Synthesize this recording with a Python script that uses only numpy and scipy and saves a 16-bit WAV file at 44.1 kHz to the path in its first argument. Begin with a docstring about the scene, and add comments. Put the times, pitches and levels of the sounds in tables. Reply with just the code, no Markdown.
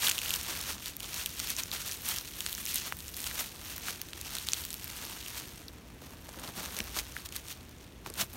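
"""Stripping dry bark

Quiet bushland, mono microphone close to a hand that bends, crushes and strips fibrous bark from a dead trunk.
Fibres break by the thousand: short bursts of filtered noise that follow the grip and flare with every tear.
Thicker splinters snap one by one, each a noisy crack with a falling ring; loose slabs give dull low bumps.
Far off, a rumble and a faint hiss of air are steady noise that wavers a little."""
import sys
import numpy as np
from scipy import signal
from scipy.io import wavfile

SR = 44100
rng = np.random.default_rng(int(sys.argv[2]) if len(sys.argv) > 2 else 0)


def inscribe(sig):
    """Save sig as 16-bit PCM at rate SR to the path in sys.argv[1].

    A 1-D sig is mono; a 2-D sig holds one channel per row.
    Samples are clipped to [-1, 1] before scaling.
    """
    pcm = np.round(np.clip(np.atleast_2d(sig).T, -1, 1) * 32767)
    wavfile.write(sys.argv[1], SR, pcm.astype(np.int16))


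N = 368676      # samples

# The steady grip between tears:
# (time [s], crackle drive [dB], extra low body [dB], extra fine treble [dB])
STEADY_GRIP = [(0, -35.5, 0.5, 0), (0.74, -37, 1, -1), (0.785, -50.5, 26, -1), (0.98, -55, -12, 0),
               (1.3, -42.5, -8, -0.5), (1.7, -42.5, 4, -1.5), (2.0, -46.5, 4, 1.5), (2.3, -46.5, -6, 1),
               (2.6, -43.5, -5, 4), (2.85, -39.5, -8, -2), (2.95, -49.5, -5, 4.5), (3.14, -48.5, -15, 3.5),
               (3.3, -40.5, 10, 1), (3.5, -46.5, 8, 1), (4.1, -47.5, 6, -1.5), (4.45, -40.5, -10, -2),
               (4.7, -45.5, -6, 4), (4.95, -39, 6, -1), (5.5, -43.5, 4, 0), (5.76, -56, 24, -2),
               (6.25, -61, 26, 1), (6.6, -61, 0, -1), (6.75, -45, 1, 2), (6.88, -56.5, 17, -0.5),
               (7.5, -50, 21, -0.5), (7.9, -59, 1, -6.5), (8.36, -51.5, -3, 4.5)]
# Tears, each a flare of the crackle:
# (peak time [s], peak drive [dB], rise [s], fall [s], extra low body [dB])
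TEAR_FLARES = [(0.07, -23, 0.058, 0.044, 2), (0.359, -31.5, 0.2, 0.033, 7), (0.499, -34, .05, 0.18, 13),
               (0.7, -33, 0.052, 0.039, 12), (0.873, -34, 0.058, 0.056, -6), (1.04, -40, 0.033, 0.062, 13),
               (1.192, -30, 0.088, 0.068, 2.5), (1.503, -30, 0.16, 0.038, -5),
               (1.589, -25, 0.015, 0.018, -1), (1.734, -29.5, 0.016, 0.04, 5.5),
               (1.87, -33.5, 0.15, 0.095, -2), (2.098, -27.5, .055, 0.076, 2),
               (2.285, -39, 0.052, 0.019, -11), (2.405, -37.5, .09, 0.53, 0),
               (2.759, -29.5, 0.093, 0.05, -13), (2.868, -35.5, 0.054, .05, 13),
               (3.083, -45, 0.034, 0.039, -12), (3.173, -35.5, 0.027, .08, -1), (3.273, -34, .07, 0.025, 0),
               (3.337, -34.5, 0.042, 0.067, 7), (3.394, -27.5, 0.024, 0.047, 3.5),
               (3.717, -39.5, 0.17, 0.067, 1.5), (3.891, -32, 0.078, 0.055, 6.5),
               (4.345, -38.5, 0.19, 0.088, 11), (4.595, -37, 0.29, 0.05, 0),
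               (5.123, -43.5, 0.24, 0.035, 25), (5.288, -39.5, 0.064, 0.033, -5),
               (5.378, -35, 0.042, .045, 5), (6.04, -48.5, 0.027, 0.2, 21.5),
               (6.475, -39, 0.16, 0.056, 21.5), (6.581, -35.5, 0.038, 0.32, 16),
               (6.77, -39, 0.02, 0.073, 19), (6.992, -27.5, 0.041, 0.016, 2), (7.195, -41.5, 0.18, .035, 9),
               (7.259, -35.5, 0.0089, 0.0073, 4), (7.363, -35.5, 0.022, 0.038, 2),
               (7.518, -34.5, 0.041, 0.018, -5), (7.842, -53, 0.038, 0.038, 4),
               (8.066, -40, 0.014, 0.035, 24), (8.213, -23, 0.026, 0.016, 11),
               (8.36, -41.5, 0.033, .05, 29)]
TEAR_SPAN_DB = 10       # change of drive over one rise or one fall


def pull():
    """Grip and tears add in power; each brings its own low body in proportion."""
    grip_db, grip_body_db, fine_db = in_time(STEADY_GRIP)
    t = np.arange(N) / SR
    power = from_db(2 * grip_db)        # twice the decibels as gain is power
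    weighted_body = power * grip_body_db
    for peak_s, peak_db, rise_s, fall_s, tear_body_db in TEAR_FLARES:
        away = np.where(t < peak_s, (peak_s - t) / rise_s, (t - peak_s) / fall_s)
        flare = from_db(2 * (peak_db - TEAR_SPAN_DB * away))
        power = power + flare
        weighted_body = weighted_body + flare * tear_body_db
    return 10 * np.log10(power), weighted_body / power, fine_db


BREAKS_PER_S = 1000     # before the pull and the clumping change it
SIZE_SPREAD_DB, BREAK_T60_S = 6, 0.0025


def breaks(rush, clump_db):
    """Energy of fibres that part at random, in clumps: bursts of a few milliseconds over a fine rustle; mean 1."""
    born = rng.random(N) < BREAKS_PER_S * rush * from_db(clump_db) / SR
    size_db = SIZE_SPREAD_DB * np.minimum(rng.exponential(1, N), 3.0)
    energy = born * from_db(size_db) ** 2 / rush
    fade = from_db(-120 / (BREAK_T60_S * SR))       # an energy ratio, so 120 here is a 60 dB fall
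    bursts = signal.lfilter([1], [1, -fade], energy + 0.062)
    return bursts / bursts.mean()


# Colour of breaking fibre heard up close: (frequency [Hz], level [dB per Hz])
FIBRE_COLOUR = [(180, -12), (350, -16), (700, -10), (1200, -5), (2000, -5), (3200, -1), (4400, -3),
                (6200, -3), (9000, -4.5), (13000, -6.5), (17000, -9)]


def crackle(crackle_db, body_db, fine_db):
    """Most breaks sound in all bands; coarse, middling and fine fibres add breaks of their own range."""
    rush = from_db(0.6 * (crackle_db + 42))     # a harder pull parts more fibres a second
    clump_db = 3.6 * drift(30.0)
    broad = breaks(rush, clump_db)
    white = rng.standard_normal((2, N))         # neighbouring bands get unrelated noise
    coarse, middling, fine = [np.sqrt(broad + 0.55 * breaks(rush, clump_db)) * white for _ in range(3)]
    out = np.zeros(N)
    for k, (hz, band) in enumerate(half_octaves(155)):
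        fibres = fine if hz > 7000 else middling if hz > 2000 else coarse
        body_share = np.clip(np.log2(2800 / hz) / 3.4, 0, 1)
        fine_share = np.clip(np.log2(hz / 6000), 0, 1)
        colour_db = at_hz(FIBRE_COLOUR, hz) + body_share * body_db + fine_share * fine_db
        out += from_db(colour_db) * signal.sosfilt(band, fibres[k % 2])
    return from_db(crackle_db) * out


# Splinters that stand out, loud ones and quieter ones heard alone, with some low woody knocks:
# (time [s], drive before the ring's strength scales it [dB],
# nominal ring [Hz], power share of broad crack [0-1], crack centre [Hz], decay scale [s])
DISTINCT_SPLINTERS = [(0.0341, -18.5, 1850, 0.3, 5400, 0.006), (0.045, -18.5, 3010, 0.4, 5200, 0.012),
                      (0.052, -25, 2950, .8, 7500, .0083), (0.068, -14, 3270, 0.3, 5600, 0.0086),
                      (0.0727, -10.5, 3280, .5, 4500, 0.0065), (0.0839, -14.5, 1830, 0.53, 7700, 0.0083),
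                      (0.0933, -15, 2670, .5, 5300, 0.0066), (0.0972, -10.5, 8360, 0.8, 6000, 0.0093),
                      (0.1132, -15, 2850, .5, 4500, 0.0088), (0.1174, -15, 6120, .6, 6800, 0.0045),
                      (0.1808, -15.5, 2900, 0.35, 7300, 0.0062), (0.1887, -15, 3140, .64, 4560, 0.0061),
                      (0.217, -17.5, 2930, .5, 7200, 0.0039), (0.2604, -17, 3160, 0.4, 8100, .004),
                      (0.2826, -21, 3220, 0.4, 6600, .0073), (0.294, -19, 6160, 0.6, 5800, .0061),
                      (0.3063, -12.5, 2960, 0.47, 6900, 0.0061), (0.3393, -11, 3360, 0.6, 5100, 0.0049),
                      (0.3511, -21, 14200, .7, 4900, .0097), (0.361, -16, 4440, .8, 8100, .0072),
                      (0.4128, -21, 5000, .8, 5600, .006), (0.4308, -24, 6330, .7, 7300, .0067),
                      (0.5305, -32, 3280, .5, 3800, .0069), (0.591, -26, 8350, .7, 7700, 0.0065),
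                      (0.6126, -22, 6940, 1, 7600, .01), (0.6722, -34, 3830, .7, 6700, .005),
                      (0.8589, -14.5, 4350, 0.5, 6300, .0015), (0.8817, -19, 6420, 0.7, 10400, 0.0026),
                      (0.967, -17, 12400, .6, 6750, 0.002), (1.0, -23, 8830, .5, 8200, .003),
                      (1.004, -25.5, 2800, .57, 7900, .013), (1.0306, -24.5, 3320, 0.85, 7900, .0083),
                      (1.0436, -27, 3450, 1, 3500, 0.0094), (1.132, -27, 2710, .76, 5000, .0053),
                      (1.143, -19, 6370, .5, 9800, 0.005), (1.26, -15, 3080, 0.75, 8050, 0.014),
                      (1.2927, -22, 13220, 0.3, 4500, .0026), (1.3949, -20, 6290, .6, 8600, .0034),
                      (1.4, -18.5, 4180, 0.94, 4970, 0.0096), (1.4728, -18, 5470, .6, 6200, .0022),
                      (1.503, -17, 5600, .9, 7300, 0.0099), (1.5654, -19.5, 6100, 0, 8000, .0066),
                      (1.5986, -17, 4030, 0.5, 5800, .0034), (1.635, -17, 6060, 0.27, 10000, .0058),
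                      (1.7156, -17, 4070, 0.3, 7800, .0041), (1.885, -23, 5860, 0.7, 8000, .0043),
                      (1.8934, -26, 1820, .8, 5500, 0.0098), (1.9139, -19.5, 5700, .5, 6600, 0.0058),
                      (1.9218, -21.5, 3050, .9, 5700, 0.0062), (1.9324, -22, 5250, 0.96, 7600, .0036),
                      (2.0197, -23, 12960, 0.1, 5300, 0.0029), (2.056, -25, 8700, 0.5, 6300, 0.011),
                      (2.0879, -15, 3320, 0.94, 8800, 0.01), (2.109, -20, 2970, .8, 7600, .0039),
                      (2.1619, -18, 3530, .7, 7400, 0.0045), (2.1854, -14, 5400, 0.7, 5070, 0.0032),
                      (2.4055, -19.5, 2870, 0.74, 5300, 0.013), (2.4247, -26, 11330, .3, 5200, .0036),
                      (2.4633, -14.5, 4170, 0.86, 3800, 0.0058), (2.4948, -18, 4570, 0.85, 10000, 0.0034),
                      (2.5283, -17.5, 3600, 0.7, 8500, 0.0064), (2.5405, -23, 13820, .5, 5300, .0034),
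                      (2.5502, -18.5, 5800, 0.4, 9900, 0.0041), (2.5797, -24, 1660, 0.7, 6000, 0.0075),
                      (2.6543, -17.5, 14600, 0.7, 6600, .0049), (2.6631, -15, 5990, 0.88, 3250, 0.0026),
                      (2.744, -15, 9650, 0.2, 9000, .0065), (2.7578, -9, 11900, 0.5, 6300, 0.0043),
                      (2.7827, -19, 5900, 0.6, 7000, 0.0061), (2.924, -12, 1580, 0.1, 2330, 0.0027),
                      (2.9687, -24, 12020, .3, 7300, 0.0022), (2.9887, -25, 8790, .5, 10800, .003),
                      (3.0046, -26, 6000, .8, 4800, .005), (3.0814, -25, 7020, .5, 6400, 0.0038),
                      (3.143, -26, 4560, .3, 6900, 0.0083), (3.1672, -20.5, 8560, .7, 9100, 0.0052),
                      (3.2033, -21.5, 7960, 0.7, 5500, 0.0055), (3.228, -23, 14210, .5, 6500, .0027),
                      (3.242, -18, 4010, 0.8, 6700, .0031), (3.2559, -27, 2540, 0.9, 7900, .0026),
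                      (3.2744, -24, 9090, .4, 5800, 0.0045), (3.312, -28, 1700, .2, 4000, 0.013),
                      (3.417, -16, 14640, 0.1, 6400, 0.0024), (3.763, -23, 11400, .3, 5900, .0039),
                      (3.7805, -19.5, 1650, .85, 9100, 0.0037), (3.8834, -22.5, 1470, 0.2, 5500, 0.012),
                      (4.0157, -17.5, 14900, 0.57, 5700, 0.0049), (4.133, -21, 3300, .6, 3360, 0.003),
                      (4.2133, -21, 6650, 0.95, 6370, 0.0046), (4.3523, -17, 7350, 1, 5370, .0057),
                      (4.3676, -23, 3540, 0.5, 8600, .0073), (4.3845, -21, 3600, .4, 7200, 0.0089),
                      (4.471, -22, 4220, 1, 4400, 0.0052), (4.4871, -7, 4300, 0.3, 5100, 0.0023),
                      (4.5194, -20.5, 5640, 0, 4400, .0062), (4.5339, -6.5, 6000, 0.56, 3600, 0.0042),
                      (4.543, -20, 3840, 0.3, 7200, 0.0037), (4.582, -27, 3800, .5, 6500, .0053),
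                      (4.638, -26, 3790, .5, 6500, .007), (4.6512, -17.5, 9000, .7, 7600, 0.0055),
                      (4.7051, -17, 7600, .3, 7500, 0.0029), (4.7293, -18, 6000, 0.74, 10500, 0.0023),
                      (4.7421, -16, 4330, 1, 8200, .003), (4.781, -28, 13870, 0.4, 5500, .0022),
                      (4.7969, -27, 14510, .5, 6300, .0039), (4.8433, -17, 14600, 0.33, 6300, 0.0034),
                      (4.8785, -28, 14200, .3, 6800, 0.0084), (5.0512, -24, 11240, 0.8, 6600, 0.0045),
                      (5.2622, -28, 2870, 0.3, 6400, 0.011), (5.2095, -32, 3700, .3, 5200, .0064),
                      (5.2272, -34, 3100, .2, 5100, 0.0098), (5.3985, -31, 5700, .7, 4500, .004),
                      (5.579, -35, 2820, .7, 5300, .009), (5.682, -30.5, 4300, 0.17, 6500, 0.0164),
                      (6.2914, -30, 7900, .4, 4100, 0.0076), (6.344, -35, 1190, 0, 3000, 0.011),
                      (6.397, -28, 8570, 0.3, 7600, .0049), (6.438, -30, 1200, 0.9, 3500, 0.012),
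                      (6.476, -30.5, 3840, 0.3, 4000, 0.013), (6.585, -34, 1500, .4, 3500, .012),
                      (6.641, -33, 1090, .3, 3480, 0.016), (6.6596, -22, 3800, 0.9, 5200, 0.0041),
                      (6.767, -20, 5370, .8, 4000, 0.0046), (6.7883, -22.5, 1870, 0.84, 6000, 0.02),
                      (6.8035, -20, 2760, 0.9, 2600, 0.013), (6.8407, -24, 13090, 0.2, 4700, 0.0025),
                      (6.877, -36, 1290, .2, 3500, 0.012), (6.965, -21.5, 1220, 0.55, 6700, 0.01),
                      (6.971, -24, 1160, .74, 6500, 0.0082), (6.9885, -20.5, 6240, 0.8, 4200, 0.0094),
                      (7.166, -19, 1730, 0.08, 3100, 0.0077), (7.2583, -29, 3100, .6, 5100, .0056),
                      (7.262, -28, 3340, 0.8, 6200, 0.0092), (7.289, -33, 5400, 0.7, 4700, 0.015),
                      (7.324, -30, 2710, 0.7, 5370, 0.016), (7.3629, -21.5, 11000, 0.65, 6000, 0.014),
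                      (7.4836, -27, 6930, 0.3, 4700, .0061), (7.6925, -41, 13900, 0.5, 6200, 0.013),
                      (8.062, -24, 1010, 0.27, 3180, 0.0089), (8.1005, -30, 8700, 0.3, 5200, 0.014),
                      (8.139, -30.5, 8700, 0.6, 5700, 0.016), (8.1975, -24, 1460, .6, 3500, 0.0082),
                      (8.2127, -25, 5850, 0, 3500, .01), (8.217, -20, 6600, 0.7, 5300, .009),
                      (8.337, -32, 10800, 0.1, 5000, 0.0096)]


def snaps(splinters):
    """A broad crack and a rough ring that sweeps down: bending waves bring the highs first."""
    out, t = np.zeros(N), np.arange(600) / SR
    noise = rng.standard_normal((len(splinters), 2, len(t)))
    noise[:, 0, 0] = 3.2        # the crack opens with one sharp step
    for (start_s, drive_db, ring_hz, share, crack_hz, decay_s), (hiss, rattle) in zip(splinters, noise):
        age = t / decay_s
        # the pitch falls from about 1.42 to 0.75 of the nominal ring
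        cycles = ring_hz * (0.748 * t + 0.065 * decay_s * (1 - np.exp(-age / 0.097)))
        swell = np.sqrt(age / 0.05) * np.exp(-age / 0.076) * 1.44
        ring = np.sin(2 * np.pi * cycles) * (1 + 0.28 * rattle) * swell
        crack = around(hiss * from_db(-90 * age), crack_hz, 2.45)
        crack = around(crack, crack_hz, 2.45)       # twice, for steeper sides
        both = rms_one(np.sqrt(1 - share) * rms_one(ring) + np.sqrt(share) * crack)
        add(out, start_s, from_db(drive_db) * np.std(ring) * both)
    # small pieces radiate little bass
    return signal.sosfilt(signal.butter(2, 750, "high", fs=SR, output="sos"), out)


TICKS_PER_S = 75
TICK_DB, TICK_SPREAD_DB = -34.5, 4.5        # least drive at a middling pull, random spread above it
TICK_FOLLOWS = 0.88                         # share of the pull's swing in dB
TICK_LOW_HZ, TICK_HIGH_HZ = 2150, 15540     # range of nominal rings
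TICK_DECAY_S = 0.0042                       # decay scale at the lowest ring
TICK_SHARE, TICK_CRACK_HZ = 0.53, 6400      # power share and centre of the crack


def ticks(crackle_db):
    """Rows for small splinters: at random times, louder with the pull, shorter the higher they ring."""
    place, pitch, size = rng.random((3, int(TICKS_PER_S * N / SR)))
    hz = TICK_LOW_HZ * (TICK_HIGH_HZ / TICK_LOW_HZ) ** pitch
    at = (place * (N - 1)).astype(int)
    pull_db = TICK_FOLLOWS * (crackle_db[at] + 38)
    drive_db = TICK_DB + pull_db - TICK_SPREAD_DB * np.log(1 - size) / 2
    share, crack_hz = np.full_like(hz, TICK_SHARE), np.full_like(hz, TICK_CRACK_HZ)
    decay_s = TICK_DECAY_S * np.sqrt(TICK_LOW_HZ / hz)
    return np.c_[at / SR, drive_db, hz, share, crack_hz, decay_s]


# Dull bumps as slabs come loose or knock the trunk:
# (time [s], level before swell and decay [dB], centre [Hz], 60 dB decay [s])
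SLAB_BUMPS = [(5.427, -38.5, 91.5, 0.05), (6.288, -34.5, 524, 0.024), (6.37, -38, 284, 0.051),
              (6.577, -39.5, 258, 0.065), (6.799, -31, 145, 0.075), (6.966, -32.5, 524, 0.072),
              (7.008, -39, 91, 0.081), (8.066, -40, 129, 0.047), (8.1, -33, 262, 0.037),
              (8.222, -36, 91, 0.091)]


def bumps():
    """A dull knock: low noise that swells for a few milliseconds and dies."""
    out, t = np.zeros(N), np.arange(6000) / SR
    swell = 1 - np.exp(-t / 0.0022)
    noise = rng.standard_normal((len(SLAB_BUMPS), len(t)))
    for (start_s, level_db, hz, t60_s), thud in zip(SLAB_BUMPS, noise):
        thud = around(around(thud, hz, 2.3), hz, 2.3)
        add(out, start_s, from_db(level_db - 60 * t / t60_s) * swell * thud)
    return out


# The bush at rest, far off: (frequency [Hz], relative level [dB per Hz])
BUSH_COLOUR = [(22, -46), (36, -11.5), (62, 3), (100, -6.5), (200, -10), (320, -12), (600, -21),
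               (1200, -26), (2600, -26.5), (5000, -33), (15500, -39)]
BUSH_DB = -50       # rms level
# Swell of the rumble, in bands centred under 100 Hz: (time [s], relative level [dB])
RUMBLE_SWELL = [(0, 0.5), (6.35, -1), (6.6, 0.5), (7.05, 4.5), (7.25, -2), (8.36, -1)]


def bush():
    """Smooth far rumble and air: noise that wavers a little in each band."""
    white, out = rng.standard_normal((2, N + SR)), np.zeros(N)
    (swell_db,) = in_time(RUMBLE_SWELL)
    for k, (hz, band) in enumerate(half_octaves(22)):
        level_db = at_hz(BUSH_COLOUR, hz) + 0.51 * drift(8.2) + swell_db * (hz < 100)
        settled = signal.sosfilt(band, white[k % 2])[SR:]       # drop the filter's first second
        out += from_db(level_db) * settled
    return from_db(BUSH_DB) * rms_one(out)


def from_db(db):
    """Decibels to gain."""
    return 10 ** (np.asarray(db) / 20)


def rms_one(x):
    """Scale to rms 1."""
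    return x / np.sqrt(np.mean(x ** 2) + 1e-20)


def in_time(rows):
    """Columns of a curve table, one value a sample."""
    s, *columns = np.transpose(rows)
    return [np.interp(np.arange(N) / SR, s, c) for c in columns]


def at_hz(points, hz):
    """Read a spectrum on a log-frequency axis."""
    point_hz, level_db = np.transpose(points)
    return np.interp(np.log(hz), np.log(point_hz), level_db)


def drift(rate_hz):
    """Slow random wander, rms 1: noise smoothed by two poles at rate_hz, drawn every 40 samples."""
    r = np.exp(-80 * np.pi * rate_hz / SR)
    slow = signal.lfilter([1], [1, -2 * r, r * r], rng.standard_normal(N // 40 + 2002))[2000:]
    return np.interp(np.arange(N) / 40, np.arange(len(slow)), rms_one(slow))


def half_octaves(lowest_hz):
    """Centres and band-pass filters, half an octave each, from lowest_hz to below 20 kHz."""
    edges = lowest_hz * 2 ** np.arange(0, np.log2(20000 / lowest_hz), 0.5)
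    return [(np.sqrt(low * high), signal.butter(2, [low, high], "band", fs=SR, output="sos"))
            for low, high in zip(edges, edges[1:])]


def around(noise, hz, ratio):
    """Noise kept mainly between hz / ratio and hz * ratio, rms 1."""
    edges = np.clip([hz / ratio, hz * ratio], 30, 20000)
    return rms_one(signal.lfilter(*signal.butter(1, edges, "band", fs=SR), noise))


def add(out, s, sound):
    """Mix a short sound in at s seconds."""
    i = round(s * SR)
    out[i:i + len(sound)] += sound[:N - i]


def scene():
    """One close microphone, open air, no walls."""
    crackle_db, body_db, fine_db = pull()
    splinters = np.r_[np.array(DISTINCT_SPLINTERS), ticks(crackle_db)]
    return (crackle(crackle_db, body_db, fine_db) + snaps(splinters) + bumps() + bush())[None]


# Dips in the microphone's response: (centre [Hz], width [Hz], depth as a share of amplitude [0-1])
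HOUSING_DIPS = [(4950, 440, 0.3), (7570, 1240, 0.31), (10410, 1070, 0.4)]
CUTOFF_HZ = 15800


def record(dry):
    """The microphone's housing takes three bites out of the treble; a steep low-pass cuts the top."""
    for hz, width_hz, depth in HOUSING_DIPS:
        b, a = signal.iirpeak(hz, hz / width_hz, fs=SR)
        dry = dry - depth * signal.lfilter(b, a, dry)
    return signal.sosfilt(signal.ellip(10, 0.5, 70, CUTOFF_HZ, fs=SR, output="sos"), dry)


dry = scene()
out = record(dry)
inscribe(out)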